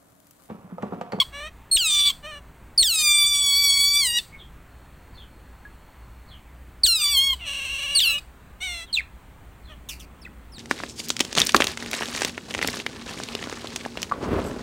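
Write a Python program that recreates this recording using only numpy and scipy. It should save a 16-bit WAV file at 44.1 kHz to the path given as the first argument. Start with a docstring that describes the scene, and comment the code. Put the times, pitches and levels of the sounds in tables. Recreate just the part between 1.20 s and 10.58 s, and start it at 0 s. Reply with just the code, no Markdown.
"""Shrill squeals, most opening with a whistle, come from two caged otters outdoors, close by and in mono.
Softer low whines, falling notes, a snort, a claw tap and far chirps sound over a low rumble and thin hiss.
Squeals and whines follow the source-filter principle: vocal-fold pulses excite the resonances of a throat.
Whistles and chirps are gliding tones, breath is filtered noise, and walls and cages add a short echo."""
import sys
import numpy as np
from scipy import signal
from scipy.fft import rfft, irfft
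from scipy.io import wavfile
from scipy.ndimage import uniform_filter1d

SR = 44100
rng = np.random.default_rng(int(sys.argv[2]) if len(sys.argv) > 2 else 0)


def unload_audio(sound):
    """Save the sound as a 16-bit wav file, at the path given as the first command line argument."""
    columns = np.transpose(np.atleast_2d(sound))
    # keep every value between -1 and 1, then stretch to whole-number steps
    steps = np.round(np.clip(columns, -1, 1) * 32767)
    wavfile.write(sys.argv[1], SR, steps.astype(np.int16))


N = 413658
BAND_LIMIT_HZ = 15950

# resonances of the open throat: frequency_hz, gain_db
OPEN_THROAT = [(700, -36.5), (1150, -21), (1650, -28.5), (2300, -9), (3400, -0.5), (4600, 2.5), (5250, -12),
               (5800, -10.5), (7000, -11.5), (8200, -3.5), (10400, -21), (13000, -19), (15900, -16.5)]


def squeal(contour, overshoot_hz, settle_s, base_rasp_db, hum_db):
    """Source and filter: a high voice cracks and glides down to pitch; the mouth's opening colours it."""
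    # hoarse stretches: start_s, end_s, first_db, last_db
    hoarse_spans = [(0.672, 0.926, -13.5, -8), (1.727, 1.824, -10, -35), (2.138, 2.232, -21, -20)]
    # mouth and timbre: time_s, opening_share, second_partial_db, treble_db
    mouth_shapes = [(.02, 0.25, -4.5, 1), (.6, 0.64, 0, -2), (.72, 0.25, -13.5, 8.5), (.9, 0.24, -10, 1.5),
                    (1.7, 1, 0, 1), (1.95, 0.46, -2.5, 4.5), (2.25, 0.53, -8, 2.5), (2.42, 1, 5.5, -1),
                    (2.78, 1, 0.5, -0.5), (2.97, 0.29, 9, 3.5), (5.74, 1, -4, -3), (6.0, 0.45, -7.5, -2),
                    (6.1, 0.26, -2.5, -5.5), (6.9, 0.78, 7, -4)]
    # change of resonance as the mouth narrows: frequency_hz, gain_db
    narrowing = [(1150, 2), (2850, 16.5), (3400, 12.5), (4600, -3), (8200, -11.5)]
    crack_s, close_s, gulp_s = .0023, .018, .005
    t, hz, level_db = curves(contour)
    age, to_end = t - t[0], t[-1] - t
    closing = np.clip(1 - to_end / close_s, 0, 1)
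    hz = hz + overshoot_hz * (np.exp(-(age / settle_s) ** 1.5) + .8 * np.exp(-age / crack_s))
    hz *= 1 - .06 * np.minimum(closing * 5, 1)  # the pitch drops as the mouth shuts
    gulp = np.exp(-((to_end - close_s - gulp_s) / gulp_s) ** 2)
    level_db = level_db - 4 * gulp - 19 * closing + drift(len(t), span=330)
    rasp_db = np.full(len(t), float(base_rasp_db))
    for start, end, first_db, last_db in hoarse_spans:
        rasp_db = np.maximum(rasp_db, np.interp(t, [start, end], [first_db, last_db], -99, -99))
    rasp_db = uniform_filter1d(rasp_db, size=600)
    onset_rasp_db = (overshoot_hz > 1) * 13 * np.exp(-age / .03)  # the voice frays as it starts and stops
    rasp_db = np.minimum(rasp_db + (-4 - rasp_db) * closing + onset_rasp_db, 0)
    pair_db = np.where((t > 1.785) & (t < 1.824), -8.5, -99)  # brief period doubling
    _, opening, second_db, treble_db = curves(mouth_shapes, t)
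    voice = vocal_folds(hz, rasp_db, pair_db, wobble=.0047, fade_db=4.2,
                        second_db=second_db, treble_db=treble_db)
    narrow_throat = [(f, db + spectrum_at(narrowing, f)) for f, db in OPEN_THROAT]
    call = opening * vocal_tract(OPEN_THROAT, *voice) + (1 - opening) * vocal_tract(narrow_throat, *voice)
    shutting = np.exp(-((to_end - .015) / .0085) ** 2)  # the closing mouth hums the fundamental
    return gain_of(level_db) * call + gain_of(hum_db) * shutting * np.sin(phase_of(hz))


def vocal_folds(hz, rasp_db, pair_db, wobble, fade_db, second_db=0, treble_db=0):
    """Harmonic pulse train: jitter and shimmer roughen it, and strong-weak pairs add a subharmonic."""
    waver = drift(len(hz), span=230) + .4 * drift(len(hz), span=40)
    turns = np.cumsum(hz * (1 + wobble * waver)) / SR
    cycle = np.round(turns).astype(int)
    shimmer, jitter = np.diff(rng.standard_normal((cycle[-1] + 3, 2)), axis=0).T / np.sqrt(2)
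    jittered = turns + .03 * gain_of(rasp_db) * np.interp(turns, np.arange(len(jitter)), jitter)
    k = np.arange(1, 32)[:, None]
    partials_hz = k * hz
    fading = np.array([drift(len(hz) // 64 + 1, span=22) for _ in k]).repeat(64, axis=1)[:, :len(hz)]
    fading_db = np.minimum(k * .7, fade_db) * fading  # overtones come and go as the head turns
    sizes = gain_of(fading_db + second_db * (k == 2) + treble_db * (abs(partials_hz - 7500) < 2500))
    sizes = uniform_filter1d(sizes, size=200)
    sizes *= np.clip((BAND_LIMIT_HZ + 1000 - partials_hz) / 500, 0, 1)
    pulses = (sizes * np.cos(2 * np.pi * k * jittered)).sum(0)
    pulses *= 1 + gain_of(rasp_db) * shimmer[cycle] + gain_of(pair_db) * (-1.) ** cycle
    return pulses, partials_hz, sizes


def vocal_tract(throat, pulses, partials_hz, sizes):
    """Formant filtering, scaled so that the level stays even as pitch and overtones move."""
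    power = ((sizes * gain_of(spectrum_at(throat, partials_hz))) ** 2).sum(0) / 2
    return resonate(pulses, throat) / np.sqrt(power)


def whistle(hz, first_db, second_db):
    """A near-pure tone with three overtones flutters by random frequency and amplitude modulation."""
    phase = phase_of(hz * (1 + .01 * drift(len(hz), span=75)))
    tone = gain_of(first_db) * np.sin(phase) + gain_of(second_db) * np.sin(2 * phase)
    tone += gain_of(second_db - 20) * np.sin(3 * phase) * (3 * hz < BAND_LIMIT_HZ)
    tone += gain_of(second_db - 10) * np.sin(4 * phase) * (4 * hz < BAND_LIMIT_HZ)
    return np.sqrt(2) * tone * gain_of(1.3 * drift(len(hz), span=120))


def opening_whistle(length, overshoot_hz, first_hz, last_hz, db, sag_db, second_db, broken_s):
    """Pitch break: a whistle snaps onto its note, brightens, droops and frays, then jumps down a step."""
    rise_s, overshoot_s, plunge_s, broken_hz = .0043, .0042, .017, 2900
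    t = np.arange(0, length, 1 / SR)
    plunge = np.clip(1 - (length - broken_s - t) / plunge_s, 0, 1) ** 2
    hz = np.linspace(first_hz, last_hz, len(t)) + overshoot_hz * np.exp(-t / overshoot_s)
    hz *= 1 - .21 * plunge
    hz = uniform_filter1d(np.where(t > length - broken_s, broken_hz, hz), size=50)
    hiss = gain_of(db - 32 + 10 * plunge) * unit_rms(resonate(rng.standard_normal(len(t)), OPEN_THROAT))
    swell_db = 8 * (np.minimum(t / (length - plunge_s), 1) - 1 - 2 * plunge)
    fray_db = 3.5 * plunge * drift(len(t), span=40)
    tone = whistle(hz, db + sag_db * t / length + fray_db, second_db + swell_db)
    return np.minimum(t / rise_s, 1) * (tone + hiss)


def whine(start, length, first_hz, turn_hz, last_hz, turn, db, slope_db,
          rasp_db, chest_db, ring_db, treble_db):
    """Mixed excitation: a low soft voice that bends once shares the throat's resonances with breath."""
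    # resonances of the whining throat: frequency_hz, gain_db
    soft_throat = [(400, -62), (580, -16), (1150, -15.5), (1750, -14), (2250, -8.5), (2800, 9), (3650, -14),
                   (4150, -9), (4900, -36), (5750, -12.5), (6900, -28), (8400, -15.5), (9600, -30.5),
                   (15900, -38)]
    # catches in the voice, where pitch and level dip: time_s
    catch_times = [6.408, 6.435, 6.478, 6.575, 6.614, 6.674]
    rise_s, fall_s, catch_s = .031, .03, .009
    t = np.arange(0, length, 1 / SR)
    after_turn = np.clip((t / length - turn) / (1 - turn), 0, 1)
    hz = np.interp(t, [0, turn * length], [first_hz, turn_hz])
    hz += (last_hz - turn_hz) * (1 - (1 - after_turn) ** 1.8)
    catch = sum(np.exp(-((start + t - s) / catch_s) ** 2) for s in catch_times)
    hz *= 1 + .011 * drift(len(t), span=300) - .055 * catch
    level = gain_of(db - 4 * catch + slope_db * t / length)
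    level *= np.clip(np.minimum(t / rise_s, (length - t) / fall_s), 0, 1)
    rasp_db = rasp_db + 5.5 * (.5 - t / length)  # the hoarseness clears along the whine
    throat = [(f, gain_db + chest_db * (f < 2000) + ring_db * (2500 < f < 3200) + treble_db * (f > 4000))
              for f, gain_db in soft_throat]
    source = vocal_folds(hz, rasp_db, pair_db=-59, wobble=.1 * gain_of(rasp_db), fade_db=1)
    return level * (vocal_tract(throat, *source) + gain_of(rasp_db) * breath(len(t), throat))


def falling_note(length, first_hz, last_hz, loudest, db, second_db):
    """A husky whistle falls and swells once; at low pitch, modulation breaks it into stepped bursts."""
    stutter_hz, stutter_below_hz = 88, 4100
    progress = np.linspace(0, 1, round(length * SR))
    swell_db = np.interp(progress, [0, loudest, 1], [-9, 0, -7.5])
    burst_phase = np.pi * stutter_hz * length * (progress - loudest)
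    hz = first_hz + (last_hz - first_hz) * progress
    broken = np.clip((stutter_below_hz - hz) / 1000, 0, 1)
    hz *= 1 + .035 * broken * np.sin(2 * burst_phase)  # each burst clings to its pitch
    swell_db += -15 * broken * np.sin(burst_phase) ** 4 + 2 * progress * drift(len(hz), span=76)
    hiss = gain_of(db - 21) * unit_rms(resonate(rng.standard_normal(len(hz)), OPEN_THROAT))
    return gain_of(swell_db) * (whistle(hz, db, second_db) + hiss)


def breath(count, throat):
    """Turbulence: bright noise takes on the resonances of a throat."""
    return unit_rms(resonate(np.diff(rng.standard_normal(count + 1)), throat))


def sigh(db):
    """Spent air hisses through the open throat after a squeal, with exponential decay."""
    t = np.arange(9000) / SR
    return gain_of(db - 170 * t) * breath(len(t), OPEN_THROAT)


def puff(db):
    """Pressure pulse: breath hits the microphone as a blunt pop with a slower thump behind it."""
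    pop_s, thump_s = .0005, .004
    age = np.maximum(np.arange(2500) / SR - .003, 0) / np.array([[pop_s], [thump_s]])
    return gain_of(db) * (np.e * age * np.exp(-age) * (1 - age / 2)).sum(0)


def snort(length, db):
    """Sputtering turbulence excites the nose, whose resonances sink as the nostrils relax."""
    # nasal resonances before the slowed playback lowers them: frequency_hz, gain_db
    nose = [(2200, -21), (3200, -1), (3800, 1.5), (4500, -25), (6400, -0.5), (7500, -9), (9000, -10.5)]
    rise_s, fall_db_per_s = .01, 310
    t = np.arange(0, length, 1 / SR)
    air = resonate(rng.standard_normal(len(t)) * gain_of(1.8 * drift(len(t), span=32)), nose)
    slowing_index = np.cumsum(.72 + .27 * np.exp(-(t / .024) ** 2))
    level = np.clip(.5 + t / rise_s, 0, 1) * gain_of(db - fall_db_per_s * np.maximum(t - rise_s, 0))
    return level * unit_rms(np.interp(slowing_index, np.arange(len(t)), air))


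def claw_tap(db):
    """Damped free vibration: a claw sets the cage bars ringing."""
    # mode of the bars: frequency_hz, t60_s
    bar_modes = [(1670, 0.11)]
    t = np.arange(6000) / SR
    return sum(gain_of(db - 60 * t / t60) * np.sin(2 * np.pi * hz * t) for hz, t60 in bar_modes)


def chirp(length, first_hz, last_hz, db):
    """A sine glide with one pitch jump swells late; random modulation makes it husky."""
    progress = np.linspace(0, 1, round(length * SR))
    glide = .75 * progress + .25 * (progress > .4)
    hz = first_hz * (last_hz / first_hz) ** glide * (1 + .03 * drift(len(glide), span=18))
    swell = np.sin(np.pi * progress ** 1.4) * gain_of(db + 3 * drift(len(hz), span=80))
    return swell * np.sin(phase_of(hz))


def yard_echo(x, t60_s=.2):
    """Reverberation: sparse reflections of random sign from walls and cages decay exponentially."""
    reflections = np.zeros(20000)
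    slots = np.arange(200, 19980, 20)
    reflections[slots + rng.integers(0, 20, len(slots))] = rng.choice([-1., 1.], len(slots))
    tail = reflections * gain_of(-60 * np.arange(len(reflections)) / SR / t60_s)
    return signal.oaconvolve(x, tail / np.linalg.norm(tail))[:N]


def background():
    """Broadband outdoor noise lies under three narrow bands: a wavering hum, a far drone, an insect."""
    # spectrum of the outdoor noise: frequency_hz, relative_db
    air_spectrum = [(66, -3), (488, -19.5), (1040, -18.5), (2100, -24.5), (4350, -36.5), (5250, -42),
                    (8310, -36), (11500, -44.5), (15900, -35)]
    # levels of the low rumble: time_s, hum_db, drone_db
    rumble_levels = [(3.1, -53, -63.5), (6.1, -45.5, -68), (7.9, -47.5, -67), (8.8, -48.5, -54)]
    frames, hz = N // 256 + 5, np.fft.rfftfreq(1024, 1 / SR)
    real, imag, patches = rng.standard_normal((frames, 513, 3)).T
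    patches_db = unit_rms(uniform_filter1d(uniform_filter1d(patches, 8, 0), 20, 1))
    spectra = (real + 1j * imag) * gain_of(spectrum_at(air_spectrum, hz)[:, None] + patches_db)
    air = gain_of(-49) * unit_rms(signal.istft(spectra, nperseg=1024, noverlap=768)[1][:N])
    t, hum_db, drone_db = curves(rumble_levels, np.arange(N) / SR)
    hum = gain_of(hum_db) * band_noise(hz=58, width_hz=6)
    drone = gain_of(drone_db) * band_noise(hz=190, width_hz=120)
    insect = gain_of(-74) * (t > 3.5) * (t < 5.2) * band_noise(hz=4294, width_hz=84)
    return air + hum + drone + insect


def band_noise(hz, width_hz):
    """Narrowband noise, heard as a fuzzy tone."""
    f = np.fft.rfftfreq(N, 1 / SR)
    return unit_rms(irfft(rfft(rng.standard_normal(N)) / (1 + ((f - hz) / width_hz) ** 2), N))


def resonate(x, spectrum):
    """Minimum-phase filtering imposes a spectrum as a causal resonator would."""
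    log_gain = np.log(gain_of(spectrum_at(spectrum, abs(np.fft.fftfreq(2048, 1 / SR)))))
    response = np.fft.ifft(np.exp(np.conj(signal.hilbert(log_gain)))).real[:1024]
    return signal.oaconvolve(x, response)[:len(x)]


def drift(count, span):
    """Low-pass noise of rms 1, correlated over about span samples."""
    return unit_rms(uniform_filter1d(uniform_filter1d(rng.standard_normal(count), span), span))


def phase_of(hz):
    """Phase in radians is the integral of frequency."""
    return 2 * np.pi * np.cumsum(hz) / SR


def gain_of(db):
    """Decibels to an amplitude ratio."""
    return 10 ** (np.asarray(db) / 20)


def unit_rms(x):
    """Normalises to rms 1."""
    return x / np.sqrt(np.mean(x ** 2) + 1e-20)


def spectrum_at(spectrum, hz):
    """Interpolates a spectrum on a log-frequency axis."""
    f, db = np.transpose(spectrum)
    return np.interp(np.log(hz + 1), np.log(f + 1), db)


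def curves(rows, t=None):
    """Interpolates a table into sample times and control curves."""
    times, *controls = np.transpose(rows)
    t = np.arange(times[0], times[-1], 1 / SR) if t is None else t
    return (t, *(np.interp(t, times, control) for control in controls))


def add(mix, start_s, sound):
    """Superposes a sound on the mix, with short fades."""
    part = mix[round(start_s * SR):][:len(sound)]
    part += (sound * signal.windows.tukey(len(sound), min(1, 200 / len(sound))))[:len(part)]


def scene():
    """Direct-to-reverberant ratio: near calls are mostly dry; those turned away or far off echo more."""
    # held voice, one list for each squeal: time_s, pitch_hz, level_db
    contours = [
        [(0.0, 1097, -7.5), (0.014, 1128, -11.5), (0.035, 1105, -16.5)],
        [(0.574, 1140, -19), (0.674, 1189, -18), (0.918, 1143, -15)],
        [(1.627, 1196, -19.5), (1.777, 1228, -21), (1.9, 1184, -13), (2.05, 1161, -13), (2.105, 1177, -18.5),
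         (2.125, 1157, -17), (2.34, 1120, -16), (2.395, 1148, -17.5), (2.52, 1115, -18.5), (2.8, 1162, -18.5),
         (2.88, 954, -18.5), (2.929, 945, -23), (2.965, 959, -18), (3.004, 950, -12)],
        [(5.661, 1417, -16.5), (5.727, 1370, -18.5), (5.79, 1225, -25), (5.846, 1160, -17), (5.92, 1155, -19.5),
         (5.98, 1057, -12.5), (6.058, 1111, -19.5), (6.09, 1088, -18.5), (6.15, 1060, -18.5)],
        [(6.801, 1293, -16.5), (6.91, 1328, -20), (6.968, 1247, -36.5), (7.0, 1356, -23.5)],
    ]
    # manner of each squeal: overshoot_hz, settle_s, base_rasp_db, hum_db
    manners = [(0, .05, -16.5, -23), (550, 0.062, -28.5, -33), (722, .07, -39.5, -48),
               (323, 0.013, -36, -32), (602, 0.042, -20, -46)]
    # whines: start_s, length_s, first_hz, turn_hz, last_hz, turn_share, level_db, slope_db,
    # rasp_db, chest_db, nasal_ring_db, treble_db
    whines = [(0.12, 0.18, 550, 598, 630, 0.61, -37, 1.5, -24, 5, -17, -7),
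              (1.024, 0.18, 574, 621, 569, 0.38, -35.5, -6.5, -27, 12.5, -5.5, -0.5),
              (5.783, 0.18, 1608, 1313, 833, 0.21, -32, -12, -17, 4, -1, 7),
              (6.184, 0.1, 743, 703, 647, 0.43, -39.5, 4, -14, -3.5, -5, -8),
              (6.247, 0.55, 597, 551, 564, 0.17, -31, 4.5, -14, 2, 0, 5),
              (6.823, 0.17, 530.5, 594, 609, 0.97, -29, 4, -16, 6.5, 10, 1),
              (7.402, 0.26, 684, 761, 660, 0.15, -26.5, -13, -20.5, -12.5, -26, -7),
              (8.487, 0.067, 640, 606, 577, 0.59, -41.5, -7, -20.5, 17, 1, -1)]
    # whistles before squeals: start_s, length_s, overshoot_hz, first_hz, last_hz, level_db, sag_db,
    # second_partial_db, broken_s
    whistles = [(.512, 0.063, 8.8, 4250, 4370, -19.5, -2.5, -14, 0.0057),
                (1.576, 0.059, 990, 4470, 4170, -11, -10, -17.5, 0.0018),
                (5.633, 0.034, 700, 4400, 3890, -9, -15.5, -20, 0.0018),
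                (6.749, 0.059, 330, 4650, 3880, -16, -4, -17, 0.0093)]
    # bursts of the snort: start_s, length_s, level_db
    snorts = [(8.687, 0.15, -31), (8.795, .06, -43)]
    # claw on the bars: start_s, peak_db
    taps = [(4.451, -35.5)]
    # puffs as the voice breaks: start_s, level_db
    puffs = [(.554, -25), (1.617, -28), (5.644, -26)]
    # lone whistled notes: start_s, length_s, first_hz, last_hz, loudest_share, level_db, second_partial_db
    notes = [(7.727, 0.045, 4560, 3230, 0.45, -19.5, -35), (7.765, 0.044, 2900, 1950, 0.24, -17, -47),
             (9.014, 0.05, 5800, 2880, 0.11, -51, -61), (9.047, 0.033, 2890, 1316, 0.24, -37, -82),
             (9.319, 0.063, 5570, 3430, 0.85, -45, -54.5)]
    # far chirps: start_s, length_s, first_hz, last_hz, level_db
    chirps = [(3.117, 0.046, 2150, 2194, -42.5), (3.172, 0.072, 3720, 3145, -47),
              (3.918, 0.14, 4800, 2900, -51), (5.061, 0.12, 4676, 2750, -52),
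              (5.241, 0.067, 2740, 2040, -62), (7.646, 0.076, 4080, 2870, -50),
              (8.422, 0.12, 4500, 2930, -52.5)]
    near, aside, far = np.zeros((3, N))
    for contour, manner in zip(contours, manners):
        add(near, contour[0][0], squeal(contour, *manner))
        end_s, _, end_db = contour[-1]
        add(near, end_s - .01, sigh(end_db - 29))
    for row in whines:
        add(near, row[0], whine(*row))
    for mix, source, events in ((near, opening_whistle, whistles), (near, snort, snorts),
                                (near, claw_tap, taps), (near, puff, puffs),
                                (aside, falling_note, notes), (far, chirp, chirps)):
        for start_s, *settings in events:
            add(mix, start_s, source(*settings))
    echo = yard_echo(gain_of(-21.5) * near + gain_of(-15) * aside + far)
    mono = near + aside + far + echo + background()
    return np.array([mono, mono])


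def record(dry):
    """Band limiting: the recorder's low-pass filter removes the highest treble."""
    low_pass = signal.firwin(511, BAND_LIMIT_HZ, window=("kaiser", 9), fs=SR)
    return signal.oaconvolve(dry, low_pass[None], "same")


dry = scene()
out = record(dry)
unload_audio(out)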